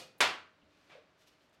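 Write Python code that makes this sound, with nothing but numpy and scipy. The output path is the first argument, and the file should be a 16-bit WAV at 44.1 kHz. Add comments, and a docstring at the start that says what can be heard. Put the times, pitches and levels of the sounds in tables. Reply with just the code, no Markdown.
"""A steel hammer knocks on the iron stand of a cobbler's bench in a small, live workshop.
At first a lighter knock is dying away, and the hammer head touches down with a faint clink.
At 0.2 s comes one hard knock: a sharp clack, a short ring of iron and the room's echo.
Near 0.9 s the hammer is lifted off with a soft scuff, and a shoe is shifted on the stand
with dull bumps, rubbing and small ticks. Soft room noise lies under it all."""
import sys
import numpy as np
from scipy import signal
from scipy.fft import rfft, irfft
from scipy.io import wavfile
from scipy.ndimage import uniform_filter1d

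SR = 44100
rng = np.random.default_rng(int(sys.argv[2]) if len(sys.argv) > 2 else 0)


def bounce(signal):
    """Save signal as a 16-bit WAV file at the path given by the first command-line argument."""
    frames = np.transpose(np.atleast_2d(signal))
    limited = np.clip(frames, -1, 1)
    pcm = np.round(limited * 32767).astype(np.int16)
    wavfile.write(sys.argv[1], SR, pcm)


N = 70560  # 1.6 seconds
ATTACK_S = 0.0019  # how fast a struck sound rises

# Hammer blows. Each row: start in seconds, level in dB, treble tilt in dB per octave.
KNOCKS = [(-0.03, -24.5, 6), (0.2044, -1, -0.5)]

def knock(db, tilt_db):
    """A blow makes a clack, rings the stand, fills the room and thuds faintly in the bench."""
    blow = clack(tilt_db) + stand_ring(tilt_db) + echo(tilt_db)
    bench_thud = ringing_tone(hz=90, db=-55, fade_s=0.66)
    return amp(db) * (blow + bench_thud)


# The clack's tone colour. 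Each row: frequency in Hz, relative level in dB.
CLACK_SPECTRUM = [(35, -53.5), (70, -25), (150, -16.5), (280, -10.5), (600, -6.5), (1100, -3.5),
                  (2300, -2.5), (3300, -8.5), (5000, -11), (8500, -16), (12000, -27), (16000, -39)]

def clack(tilt_db):
    """Hammer, stand and bench shake at many pitches at once and stop quickly."""
    t = np.arange(SR) / SR
    envelope = strike(ATTACK_S, fade_s=0.071)
    burst = colour(flatten(hiss() * envelope), CLACK_SPECTRUM, tilt_db)
    burst *= np.sqrt(np.mean(envelope ** 2))  # back to the envelope's strength
    contact = np.minimum(t / 0.0003, 1)
    return amp(-16.5) * burst * contact * (t < 0.5)


# The stand's own tones. Each row: pitch in Hz, relative level in dB, fade time in seconds.
STAND_TONES = [(658, -4, .36), (740, -3, .32), (856, -6, .37), (986, -2, .41), (1100, -4, .38),
               (1130, 0, .36), (1409, -5, .47), (1547, -5, .46), (1729, -7, .42), (1878, -3, .3),
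               (2157, 0, .22), (2353, 1, .26), (2414, -2, .28), (2466, -2, .24), (2617, -4, .28),
               (3134, -2, .25), (3618, -1, .23), (4335, -6, .24)]

def stand_ring(tilt_db):
    """The struck iron rings briefly; a brighter blow has weaker low tones."""
    top_hz = STAND_TONES[-1][0]
    return sum(ringing_tone(hz, db - 32.5 + tilt_db * np.log2(hz / top_hz), fade_s)
               for hz, db, fade_s in STAND_TONES)


# The echo's tone colour. Each row: frequency in Hz, relative level in dB.
ECHO_SPECTRUM = [(25, -74), (50, -41), (80, -28.5), (120, -27), (200, -19), (270, -12), (450, -10),
                 (700, -6), (1100, -1.5), (1600, -6.5), (2000, -5), (2700, -5), (4460, -8.5), (7730, -20.5),
                 (13800, -33.5), (16000, -47.5)]

def echo(tilt_db, build_s=0.017):
    """The room answers a knock with a wash of sound that builds and dies away."""
    build_up = np.minimum(np.arange(SR) / SR / build_s, 1)
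    return amp(-20) * build_up * die_away(colour(hiss(), ECHO_SPECTRUM, tilt_db))


# Light touches of the hammer head. Each row: start in seconds, level in dB.
CLINKS = [(0.014, -58.5)]
# The tones a touch rings. Each row: pitch in Hz, relative level in dB, fade time in seconds.
CLINK_TONES = [(520.7, 2, .4), (700, 2, 0.21), (1244, -2, 0.26), (2480, -0.5, 0.43), (2890, -3.5, 0.23),
               (2905, -4.5, 0.32), (3564, -8.5, 0.32), (4330, -5.5, 0.27), (4670, -4.5, .36),
               (6270, -7, 0.16)]

def clink(db):
    """Steel set down lightly on iron rings a few clear tones."""
    return sum(ringing_tone(hz, db + level, fade_s) for hz, level, fade_s in CLINK_TONES)


# The hammer leaving the stand. Each row: start in seconds, level in dB.
SCUFFS = [(0.895, -58), (0.914, -57.5)]
# The scuff's tone colour. Each row: frequency in Hz, relative level in dB.
SCUFF_SPECTRUM = [(180, -37), (300, -8), (619, -7.5), (853, -9), (1620, -7.5), (1910, -11), (2310, -5),
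                  (2550, -9.5), (3810, -14), (14000, -50)]

def scuff(db):
    """Steel brushes iron, and the noise fades in the room."""
    return amp(db) * colour(hiss(), SCUFF_SPECTRUM) * strike(rise_s=0.0034, fade_s=0.44)


# Dull bumps of shoe and hammer on the stand.
# Each row: start in seconds, level in dB, pitch in Hz, width in octaves, fade time in seconds.
BUMPS = [(-0.01, -54, 480, 0.75, 0.45), (-0.01, -64, 131, .8, 0.49), (0.622, -71.5, 220, 0.56, .4),
         (0.628, -68.5, 79, 0.5, 0.33), (0.9, -68.5, 162, 0.47, 0.37), (0.925, -62.5, 540, 0.28, 0.49),
         (0.952, -52, 543, 0.25, 0.22)]
# Small ticks of handling, with the same columns as the bumps.
TICKS = [(0.181, -66, 11100, 0.71, 0.075), (0.617, -67.5, 2900, 0.14, .07), (1.194, -74, 4470, 0.74, 0.071),
         (1.276, -65.5, 3990, 0.63, 0.049), (1.29, -65, 3600, 0.59, .04), (1.407, -68, 3480, 0.47, 0.043),
         (1.493, -77, 7000, 0.62, 0.041)]

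def tap(db, hz, octaves, fade_s):
    """A light contact rings one broad band of pitches: low for a bump, high for a tick."""
    distance = np.log2((np.fft.rfftfreq(SR, 1 / SR) + 1) / hz) / octaves
    band = irfft(rfft(hiss()) / (1 + np.abs(distance) ** 3), SR)
    return amp(db) * unit(band) * strike(ATTACK_S, fade_s)


# Rubs of fingers and shoe.
# Each row: start in seconds, length in seconds, level in dB, treble tilt in dB per octave.
RUBS = [(0.681, 0.32, -74.5, -2.4), (1.175, 0.077, -72.5, 0.5), (1.206, 0.02, -71, -0.5),
        (1.24, 0.14, -76.5, -1), (1.266, 0.025, -66.5, 2.5), (1.376, 0.1, -80, 1), (1.527, 0.026, -74.5, 2)]
# A rub's tone colour. Each row: frequency in Hz, relative level in dB.
RUB_SPECTRUM = [(300, -13), (1200, -4.5), (2500, 1), (4200, 0.5), (6000, -5.5), (10000, -15),
                (12500, -14.5), (15500, -25)]

def rub(length_s, db, tilt_db, slips_per_s=3700):
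    """Many tiny slips of uneven strength blend into one stroke that swells and sinks."""
    slips = hiss() * (rng.random(SR) < slips_per_s / SR)
    slips *= amp(2.5 * np.minimum(rng.exponential(1, SR), 4))  # a few stand out
    progress = np.minimum(np.arange(SR) / SR / length_s, 1)
    arch = 2 * np.sqrt(progress * (1 - progress))
    return amp(db) * colour(slips, RUB_SPECTRUM, tilt_db) * arch


# How long sound lingers in the workshop. Each row: frequency in Hz, fade time in seconds.
ROOM_FADES = [(100, 0.46), (260, 0.46), (420, 0.38), (700, 0.32), (1000, 0.34), (1450, 0.42), (2000, 0.38),
              (2800, 0.37), (4850, 0.32), (8000, 0.29), (12800, 0.25)]

def die_away(x):
    """The room soaks up each band of a sound at its own rate, the treble fastest."""
    hz, t, bands = signal.stft(x, SR, nperseg=256)
    fade = amp(-60 * t / look_up(ROOM_FADES, hz)[:, None])
    return signal.istft(bands * fade, SR)[1][:len(x)]


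def reverb(x):
    """Countless reflections in the workshop give a sound a smooth tail."""
    tail = die_away(hiss())
    return signal.fftconvolve(x, tail / np.linalg.norm(tail))[:N]


# The room noise's tone colour. Each row: frequency in Hz, relative level in dB.
AIR_SPECTRUM = [(15, -39), (30, -19.5), (55, -8.5), (85, -6), (160, -6), (220, -4.5), (300, -3),
                (400, -5.5), (600, -4), (760, -8.5), (1370, -8.5), (2000, -12), (3000, -14.5),
                (4490, -18.5), (10700, -38.5), (16000, -43.5)]
# Faint drones in the room. Each row: pitch in Hz, width in Hz, level in dB.
DRONES = [(170, 17, -87), (294.7, 7.9, -82), (624.5, 20, -83.5)]

def room_air():
    """Soft room noise, with narrow bands of noise heard as wavering drones."""
    freqs = np.fft.rfftfreq(N, 1 / SR)
    air = amp(-70.5) * colour(rng.standard_normal(N), AIR_SPECTRUM)
    for hz, width, db in DRONES:
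        peak = 1 / (1 + (2 * (freqs - hz) / width) ** 2)
        air += amp(db) * unit(irfft(rfft(rng.standard_normal(N)) * peak, N))
    return air


def ringing_tone(hz, db, fade_s):
    """One pure tone of a struck object."""
    cycles = hz * np.arange(SR) / SR + rng.random()
    return amp(db) * strike(ATTACK_S, fade_s) * np.sin(2 * np.pi * cycles)


def strike(rise_s, fade_s):
    """One second of loudness shape: a quick rise, and a fall of 60 dB per fade time."""
    t = np.arange(SR) / SR
    return np.minimum(t / rise_s, 1) * amp(-60 * t / fade_s)


def flatten(x):
    """Evens out a burst's spectrum: a sharp contact shakes all bands alike."""
    spectrum = rfft(x)
    power = uniform_filter1d(np.abs(spectrum) ** 2, size=300)
    return irfft(spectrum * np.sqrt(power.mean() / power), len(x))


def colour(x, points, tilt_db=0):
    """Gives a sound a tone colour, tilted around 2 kHz, at strength 1."""
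    hz = np.fft.rfftfreq(len(x), 1 / SR)
    octaves = np.log2(np.maximum(hz, 500) / 2000)
    gain = amp(look_up(points, hz) + tilt_db * octaves)
    return unit(irfft(rfft(x) * gain, len(x)))


def look_up(points, hz):
    """Reads between a table's rows along a scale of octaves."""
    freqs, values = np.transpose(points)
    return np.interp(np.log(hz + 1), np.log(freqs + 1), values)


def hiss():
    """One second of white noise."""
    return rng.standard_normal(SR)


def amp(db):
    """Turns decibels into a gain."""
    return 10 ** (np.asarray(db) / 20)


def unit(x):
    """Scales a sound to an average strength (rms) of 1."""
    return x / np.sqrt(np.mean(x ** 2) + 1e-20)


def add(mix, start_s, sound):
    """Mixes a sound in at its start time, which may be before zero."""
    at = round(start_s * SR)
    sound = sound[max(-at, 0):]
    part = mix[max(at, 0):][:len(sound)]
    part += sound[:len(part)]


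def scene():
    """Knocks and handling over the still air of the workshop, in one channel."""
    mix, rubbing = room_air(), np.zeros(N)
    for table, source in (KNOCKS, knock), (CLINKS, clink), (BUMPS, tap), (TICKS, tap), (SCUFFS, scuff):
        for start_s, *settings in table:
            add(mix, start_s, source(*settings))
    for start_s, *settings in RUBS:
        add(rubbing, start_s, rub(*settings))
    return (mix + rubbing + amp(-2.5) * reverb(rubbing))[None]


def record(dry):
    """The recorder rounds off the highest peaks and cuts the very top of the treble."""
    ceiling, cutoff_hz = 0.22, 16200
    rounded = dry / (1 + (dry / ceiling) ** 6) ** (1 / 6)
    low_pass = signal.firwin(511, cutoff_hz, window=("kaiser", 9), fs=SR)
    return signal.oaconvolve(rounded, low_pass[None], "same")


dry = scene()
out = record(dry)
bounce(out)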